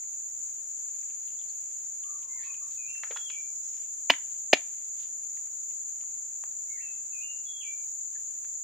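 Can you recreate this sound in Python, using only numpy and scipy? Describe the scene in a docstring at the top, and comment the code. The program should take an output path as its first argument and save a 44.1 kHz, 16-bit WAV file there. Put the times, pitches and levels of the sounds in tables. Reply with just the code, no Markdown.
"""Heard: a cicada chorus droning through a swamp forest, two finger flicks in a muddy water hole, bird calls.
Cicadas are click trains rung by their bodies and blurred by echoes; crickets and canopy wind lie beneath.
Each flick is a slap, a few ringing air pockets and crackling spray; twigs tick and wet leaves rustle.
A bird whistles a three-note phrase twice, smeared by echoes from the trunks; a lower call hoots further off."""
import sys
import numpy as np
from scipy import signal
from scipy.fft import rfft, irfft
from scipy.io import wavfile
from scipy.ndimage import uniform_filter1d

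SR = 44100
rng = np.random.default_rng(int(sys.argv[2]) if len(sys.argv) > 2 else 0)


def master_out(mix):
    """Clip the mix to full scale and print it as 16-bit PCM to the path in sys.argv[1]."""
    frames = np.transpose(np.atleast_2d(mix))
    ceiling = np.clip(frames, -1, 1)
    pcm = np.round(ceiling * 32767).astype(np.int16)
    wavfile.write(sys.argv[1], SR, pcm)


N = 380583
T = np.arange(N) / SR
BINS_HZ = np.arange(N // 2 + 1) * SR / N

# Levels in the tables are set before echo, pan and output filters.
# Insect body resonance. Each row: frequency in Hz, relative gain in dB.
CICADA_BODY = [(4500, -50), (5600, -35), (6000, -22), (6350, -10), (6650, -1.5), (6980, 1.5), (7250, -1.5),
               (7520, -13), (7850, -24.5), (8300, -31), (8880, -21), (9150, -34.5), (9600, -73.5)]
# Resonance an octave above. Each row: frequency in Hz, relative gain in dB.
CICADA_OVERTONE = [(9500, -45.5), (12300, -17.5), (13300, 7.5), (14400, 17), (15000, 8.5), (15600, 0.5)]
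# Stereo lean of the cicadas. Each row: frequency in Hz, left minus right in dB.
CICADA_SIDE = [(5800, 2.5), (6600, -0.5), (7100, 4), (7400, -2.5), (9000, 1), (14000, -5.5)]
# Trills of a lone cricket. Each row: start in seconds, length in seconds, pitch in Hz, level in dB.
CRICKET_TRILLS = [(1.0, 1.9, 5200, -80), (2.88, .92, 5430, -63.5)]
# Spectrum of the canopy murmur. Each row: frequency in Hz, relative gain in dB.
FOREST_AIR = [(15, -56), (25, -20.5), (60, -5), (81, -1.5), (285, -5), (403, -6), (559, -5), (809, -6.5),
              (1120, -9), (2400, -8.5), (2730, -8.5), (4500, -25.5), (5850, -48.5), (9900, -120)]
# Likeness of the two ears. Each row: frequency in Hz, likeness from 0 to 1.
AIR_LIKENESS = [(60, 0.2), (290, 0.2), (700, 0)]
# Stereo lean of the air. Each row: frequency in Hz, left minus right in dB.
AIR_SIDE = [(100, 7.1), (380, 1.4), (1300, 1)]
# Clearer twigs, stalks and drops. 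Each row: start in seconds, peak in dB, ring in Hz, width in Hz,
# decay (t60) of the exciting crack in seconds.
TICKS = [(1.028, -52, 1980, 890, .035), (1.098, -52.5, 2420, 900, .05), (1.276, -50, 3000, 895, .04),
         (1.390, -53, 3460, 302, .04), (1.414, -45, 3150, 700, .03), (1.491, -49, 4320, 800, .025),
         (2.037, -47.5, 3070, 700, .024), (2.227, -52.5, 2900, 1400, .05), (2.543, -43.5, 2400, 1500, .018),
         (2.95, -52, 1820, 600, .023), (3.035, -26.5, 1620, 1200, .027), (3.07, -43, 1690, 1800, .03),
         (3.108, -32, 2220, 1800, 0.049), (3.107, -35.5, 476, 223, 0.019), (3.121, -39.5, 1100, 1500, .035),
         (3.161, -32.5, 1410, 1010, .05), (3.172, -28.5, 2400, 2800, .012),
         (3.301, -32.5, 2140, 2380, .028), (4.137, -25, 2003, 900, .014), (5.37, -49.5, 1940, 1200, .025),
         (5.469, -56, 1800, 1200, 0.022), (5.709, -51.5, 2400, 1000, .02), (6.009, -48.5, 2395, 1800, .018),
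         (6.036, -51, 1480, 1500, .018), (6.438, -37.5, 1198, 1100, 0.01), (8.153, -54, 1740, 200, .1),
         (8.446, -48, 2040, 1495, .02)]
# Hands brushing leaves, mud and water. Each row: middle in seconds, length in seconds,
# level in dB before the swell, centre in Hz.
RUSTLES = [(1.404, 1, -73, 2400), (1.47, 0.28, -74.5, 650), (2.45, 0.057, -60.5, 3520),
           (2.731, 0.058, -66, 3800), (3.102, 0.12, -64, 1490), (3.78, 0.17, -68.5, 2600),
           (5.022, 0.069, -60.5, 3600), (6.072, 0.054, -80, 3210), (8.297, 0.34, -78, 2600)]
# Far, low caller. Each row: start in seconds, length in seconds, top pitch in Hz, level in dB.
HOOTS = [(2.035, 0.14, 1208, -58.5), (2.211, 0.078, 1100, -65), (2.32, 0.077, 1050, -63),
         (2.446, .06, 1130, -59.5), (2.604, 0.065, 1182, -58.5)]
# Whistled notes by name. Each row: time into the unstretched note in seconds, pitch in Hz before transposing.
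NOTE_SHAPES = {"dip": [(0, 2074), (.072, 2154), (.122, 1759), (.155, 2640), (.235, 2465)],
               "step": [(0, 2660), (.032, 2510), (.085, 2450), (.112, 2780), (.2, 2770)],
               "fall": [(0, 3390), (.145, 3300), (.172, 2500), (.195, 2310), (.265, 2360)]}
# Note envelopes by name. Each entry: attack in seconds, gain from start to end in dB.
NOTE_ENVELOPES = {"dip": (0.011, 14), "step": (0.01, 5.9), "fall": (0.039, -1.2)}
# Both phrases. Each row: start in seconds, note name, time stretch, pitch factor, level in dB.
NOTES = [(2.286, "dip", 1.03, 0.99, -52.5), (2.771, "step", 1.06, 0.98, -47.5),
         (3.134, "fall", 1.0, .997, -48), (6.675, "dip", 0.91, 1.03, -53),
         (7.12, "step", .97, 1.005, -47.5), (7.45, "fall", 1.05, 1, -48)]
# Finger flicks. Each row: start in seconds, deep pocket in Hz, its level in dB, small pocket in Hz,
# its level in dB, thud in dB, fizz in dB, ring of the hole in dB, spray in dB.
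FLICKS = [(4.0985, 930.3, -4, 2920, -5.5, -27.5, -24.5, -1, -17),
          (4.5294, 615.3, -1.5, 2318, -7.5, -13.5, -11, -2.5, -16)]
# Ring of the water hole. Each row: starting pitch in Hz, relative level in dB, decay (t60) in seconds.
HOLE_MODES = [(280, -30, .085), (705.8, -12, 0.022), (1360, -11.5, 0.016), (1695, -12.5, .014),
              (1989, -14.5, 0.02), (2640, -16.5, .012), (3410, -8.5, 0.018), (4300, -16, 0.019)]

DIP_S, DIP_LENGTH_S, DIP_DB = 2.268, .011, -8  # the drone dips briefly

FAINT_TICK_DB, FAINT_TICK_SCATTER_DB = -59, 2.5
FAINT_TICK_HZ, FAINT_TICK_WIDTH_HZ, FAINT_TICK_T60_S = 2250, 800, .024
FALLBACK_LAG_S, FALLBACK_S, FALLBACK_DB, FALLBACK_HZ = .042, .015, -49.5, 3245  # thrown drops land
SETTLE_LAG_S, SETTLE_S, SETTLE_DB, SETTLE_HZ = .23, .2, -71.5, 2500  # the stirred water fizzes out

HOOT_ARCH = .054  # share by which a hoot starts and ends under its pitch
HOOT_WAVER, SONG_WAVER = .028, .005  # rms share of pitch
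NOTE_RELEASE_S = .014

DEEP_LAG_S, SMALL_LAG_S, SPRAY_LAG_S = .003, .0053, .0013  # after the finger meets the water
ENTRY_HZ, ENTRY_DB, ENTRY_T60_S, ENTRY_RISE = 2220, -9, .014, .6  # chirp of the finger going in
POCKET_T60_S, POCKET_RISE = .013, .027
THUD_HZ, THUD_T60_S = 403, .019  # the water pushed aside
FIZZ_HZ, FIZZ_T60_S = 6507, .014  # the tiniest bubble
SPRAY_T60_S = .043

TOP_HZ = 15500


def undb(db):
    """Decibels to gain."""
    return 10 ** (np.asarray(db) / 20)


def level(x, db):
    """Set the rms level."""
    return x * undb(db) / np.sqrt(np.mean(x ** 2))


def across(points):
    """Join (Hz, value) points over a log-frequency axis."""
    hz, value = np.transpose(points)
    return np.interp(np.log(BINS_HZ + 1), np.log(hz), value)


def colour(x, gain_db):
    """Filter by a gain for each frequency."""
    return irfft(rfft(x) * undb(gain_db), N)


def pan(left_minus_right_db):
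    """Left and right offsets in dB for a level difference."""
    return np.array([[.5], [-.5]]) * left_minus_right_db


def walk(rate_hz):
    """Random levels held for 1 / rate_hz and slewed twice; rms 1."""
    hold = max(int(SR / rate_hz), 1)
    held = np.repeat(rng.standard_normal(N // hold + 1), hold)
    slewed = uniform_filter1d(uniform_filter1d(held, hold), hold)
    return level(slewed[:N], 0)


def band(x, hz, width_hz):
    """One resonance, gain 1 at its centre."""
    b, a = signal.iirpeak(hz, hz / width_hz, fs=SR)
    return signal.lfilter(b, a, x)


def soften(x, hz, kind):
    """Steep low-pass or high-pass."""
    return signal.sosfilt(signal.butter(4, hz, kind, fs=SR, output="sos"), x)


def fade(t, t60_s):
    """Exponential decay, 60 dB down at t60_s."""
    return np.exp(-np.log(1000) * t / t60_s)


def add(track, start_s, sound):
    """Mix a sound into a track at start_s."""
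    i = int(start_s * SR)
    track[i:i + len(sound)] += sound[:N - i]


def trunks(x, t60_s, wet_db, gap_s=.008, uneven=3.):
    """Forest echo: scattered reflections of uneven strength, different at each ear."""
    t = T[:SR]
    chance = rng.standard_normal((2, SR))
    strengths = np.sign(chance) * np.abs(chance) ** uneven
    echoes = strengths * fade(t, t60_s) * (1 - np.exp(-(t / gap_s) ** 2))
    echoes /= np.sqrt(np.sum(echoes ** 2, axis=1, keepdims=True))
    # circular: the tail wraps round, so echoes already ring at the start
    return undb(wet_db) * irfft(rfft(x) * rfft(echoes, N), N)


def tymbals(rate_hz, jitter=.03):
    """One cicada: a click each time its ribs buckle, at a slightly unsteady rate."""
    turns = np.cumsum(rate_hz * (1 + jitter * walk(30))) / SR
    return np.diff(np.floor(turns), prepend=0)


def cicadas(count=6, body_db=-36.5, overtone_db=-65, throb_db=.65):
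    """Many click trains blur among the trees; the insects' bodies ring near 7 kHz and an octave above."""
    clicks = sum(trunks(tymbals(rate_hz), .78, 0) for rate_hz in rng.uniform(120, 380, count))
    clicks = clicks * undb(throb_db * np.array([walk(22), walk(22)]))
    side_db = pan(across(CICADA_SIDE))
    outside_body = (BINS_HZ < 4000) | (BINS_HZ > 10000)
    body = colour(clicks, across(CICADA_BODY) + side_db - 60 * outside_body)
    overtone = colour(clicks, across(CICADA_OVERTONE) + side_db - 60 * (BINS_HZ < 9500))
    return level(body, body_db) + level(overtone, overtone_db)


def whistle(shape, db, waver, attack_s=.015, swell_db=0):
    """A slightly unsteady tone gliding through (s, Hz) points: attack, steady or sloping hold, release."""
    s, hz = np.transpose(shape)
    t = np.arange(0, s[-1], 1 / SR)
    unsteady = level(uniform_filter1d(rng.standard_normal(len(t)), size=400), 0)
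    pitch_hz = np.interp(t, s, hz) * (1 + waver * unsteady)
    tone = np.sin(2 * np.pi * np.cumsum(pitch_hz) / SR)
    ends = np.clip(np.minimum(t / attack_s, (s[-1] - t) / NOTE_RELEASE_S), 0, 1)
    return level(tone * undb(swell_db * t / s[-1]), db) * ends


def crickets(chirp_rate_hz=27, depth=.6, waver=.0089, shrill_hz=7238, shrill_db=-55):
    """One cricket pulses its tone in trills below the cicadas; another holds a thin line on the right."""
    trill = np.zeros(N)
    for start_s, length_s, hz, db in CRICKET_TRILLS:
        add(trill, start_s, whistle([(0, hz), (length_s, hz)], db, waver))
    trill *= 1 + depth * np.sin(2 * np.pi * chirp_rate_hz * T)
    shrill = np.sin(2 * np.pi * np.cumsum(shrill_hz + 16 * walk(60)) / SR)
    placed_shrill = level(shrill, shrill_db) * undb(pan(-6))
    return undb(-10.5) * trill + trunks(trill, .4, -1) + placed_shrill


def forest_air(db=-67.5, flicker_db=-.46):
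    """Soft far murmur of wind in the canopy: coloured noise, wide and a little to the left."""
    likeness = np.clip(across(AIR_LIKENESS), 0, .95)
    mid, side = rfft(rng.standard_normal((2, N)))
    shared = mid * np.sqrt(1 + likeness)
    opposed = np.array([[1], [-1]]) * side * np.sqrt(1 - likeness)
    ears = irfft(shared + opposed, N)
    air = colour(ears, across(FOREST_AIR) + pan(across(AIR_SIDE)))
    return level(air * undb(flicker_db * walk(3.3)), db)


def tick(db, hz, width_hz, t60_s, thud_db=-7):
    """One crack rings a twig; the soft ground answers low."""
    t = T[:SR // 4]
    crack = rng.standard_normal(len(t)) ** 3 * fade(t, t60_s)
    ring = band(band(crack, hz, width_hz), hz, .94 * width_hz)
    ring += undb(thud_db) * band(band(ring, 480, 700), 600, 900)
    return undb(db) * ring / np.abs(ring).max()


def twigs(count=14, scatter_octaves=.22, top_hz=6500):
    """Single twigs and stalks tick, with fainter ones scattered at random between them."""
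    out = np.zeros(N)
    for start_s, db, hz, width_hz, t60_s in TICKS:
        add(out, start_s, tick(db, hz, width_hz, t60_s))
    starts_s = rng.uniform(0, T[-1], count)
    for start_s, (size, pitch) in zip(starts_s, rng.standard_normal((count, 2))):
        db = FAINT_TICK_DB + FAINT_TICK_SCATTER_DB * size
        hz = FAINT_TICK_HZ * 2 ** (scatter_octaves * pitch)
        add(out, start_s, tick(db, hz, FAINT_TICK_WIDTH_HZ, FAINT_TICK_T60_S))
    return soften(out, top_hz, "low")


def rustles(crackle_db=2.06, width_share=1.0, top_hz=7000):
    """Crowds of tiny cracks swell and fade: brushing hands, and drops landing and settling after each flick."""
    sizes = undb(crackle_db * np.minimum(rng.exponential(size=N), 5))
    cracks = rng.standard_normal(N) * (rng.random(N) < .05) * sizes

    def crowd(middle_s, length_s, db, hz):
        """One swell of cracks around middle_s."""
        width_hz = width_share * hz
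        swell = np.exp(-2 * ((T - middle_s) / length_s) ** 2)
        return level(band(band(cracks, hz, width_hz), hz, width_hz), db) * swell

    out = sum(crowd(*brush) for brush in RUSTLES)
    for start_s, *_ in FLICKS:
        out += crowd(start_s + FALLBACK_LAG_S, FALLBACK_S, FALLBACK_DB, FALLBACK_HZ)
        out += crowd(start_s + SETTLE_LAG_S, SETTLE_S, SETTLE_DB, SETTLE_HZ)
    return soften(out, top_hz, "low")  # damp litter has little treble


def litter():
    """Small noises on the ground, close by and a little to the left, with echo."""
    near = twigs() + rustles()
    return near * undb(pan(1.5)) + trunks(near, .22, -7.5)


def hoots():
    """A run of short, hoarse notes, each arching up to its pitch and down again."""
    voice = np.zeros(N)
    for start_s, length_s, hz, db in HOOTS:
        low_hz = hz * (1 - HOOT_ARCH)
        arch = [(0, low_hz), (length_s / 2, hz), (length_s, low_hz)]
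        add(voice, start_s, whistle(arch, db, HOOT_WAVER))
    return voice


def song():
    """The same three slurred notes each time, at slightly different speed and pitch."""
    voice = np.zeros(N)
    for start_s, note, stretch, pitch, db in NOTES:
        shape = np.array(NOTE_SHAPES[note]) * [stretch, pitch]
        add(voice, start_s, whistle(shape, db, SONG_WAVER, *NOTE_ENVELOPES[note]))
    return voice


def bird(voice, direct_db, echo_db, t60_s, pan_db):
    """A call heard mostly by way of the trunks, whose echoes smear it."""
    echo = trunks(voice, t60_s, echo_db, gap_s=.0035, uneven=2.54)
    return (undb(direct_db) * voice + echo) * undb(pan(pan_db))


def pocket(hz, db, t60_s, rise, swell_s=.00041):
    """Trapped air rings, its pitch rising by a share as it fades."""
    t = T[:SR // 4]
    pitch_hz = hz * (1 + rise * (1 - fade(t, t60_s)))
    tone = np.sin(2 * np.pi * np.cumsum(pitch_hz) / SR)
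    return undb(db) * tone * fade(t, t60_s) * (1 - np.exp(-t / swell_s))


def mud_bounce(x, left_s=.00044, right_s=.00037, share=.43):
    """The wet ground mirrors a sound a moment later, hollowing it near 1.2 kHz; each ear has its own path."""
    lags_s = np.array([[left_s], [right_s]])
    return irfft(rfft(x) * (1 + share * np.exp(-2j * np.pi * BINS_HZ * lags_s)), N)


def flicks(spray_swell_s=.0007, low_hz=250, hole_rise=.015):
    """The finger chirps into the water and traps a deep and a small air pocket; the hole rings, spray crackles."""
    out, t = np.zeros(N), T[:SR // 4]
    for start_s, deep_hz, deep_db, small_hz, small_db, thud_db, fizz_db, hole_db, spray_db in FLICKS:
        deep_s, small_s = start_s + DEEP_LAG_S, start_s + SMALL_LAG_S
        add(out, start_s, pocket(ENTRY_HZ, ENTRY_DB, ENTRY_T60_S, ENTRY_RISE))
        add(out, deep_s, pocket(deep_hz, deep_db, POCKET_T60_S, POCKET_RISE))
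        add(out, deep_s, pocket(THUD_HZ, thud_db, THUD_T60_S, hole_rise))
        add(out, small_s, pocket(FIZZ_HZ, fizz_db, FIZZ_T60_S, hole_rise))
        add(out, small_s, pocket(small_hz, small_db, POCKET_T60_S, POCKET_RISE))
        for hz, db, t60_s in HOLE_MODES:
            add(out, deep_s, pocket(hz, hole_db + db, t60_s, hole_rise))
        spray = rng.standard_normal(len(t)) * fade(t, SPRAY_T60_S) * (1 - np.exp(-t / spray_swell_s))
        splash = band(band(spray, 2000, 2600), 2700, 2200) + undb(-28.5) * spray
        onset_spread = np.std(splash[:SR // 200])  # first 5 ms
        add(out, start_s + SPRAY_LAG_S, undb(spray_db) * splash / onset_spread)
    out = soften(out, low_hz, "high") + undb(-20.0) * out  # so small a splash moves little bass
    scattered = band(out, 2400, 3000) + undb(-15.5) * out  # leaves send back mostly the upper middle
    direct = mud_bounce(out) * undb(pan(.99))
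    return direct + trunks(scattered, .18, -17.0) + trunks(scattered, .47, -29.5)


def scene():
    """Insects and air all round, birds in the trees, hands close by."""
    dip_db = DIP_DB * np.exp(-((T - DIP_S) / DIP_LENGTH_S) ** 2)
    drone = (cicadas() + crickets()) * undb(dip_db)
    far_bird = bird(hoots(), direct_db=-7, echo_db=-2.0, t60_s=.28, pan_db=3.0)
    near_bird = bird(song(), direct_db=-7, echo_db=-1.5, t60_s=.41, pan_db=.7)
    return drone + forest_air() + litter() + far_bird + near_bird + flicks()


def record(dry):
    """The microphone clips at full scale, then a steep low-pass cuts the top."""
    clipped = np.clip(dry, -1, 1)
    return signal.sosfilt(signal.ellip(10, .2, 70, TOP_HZ, fs=SR, output="sos"), clipped)


dry = scene()
out = record(dry)
master_out(out)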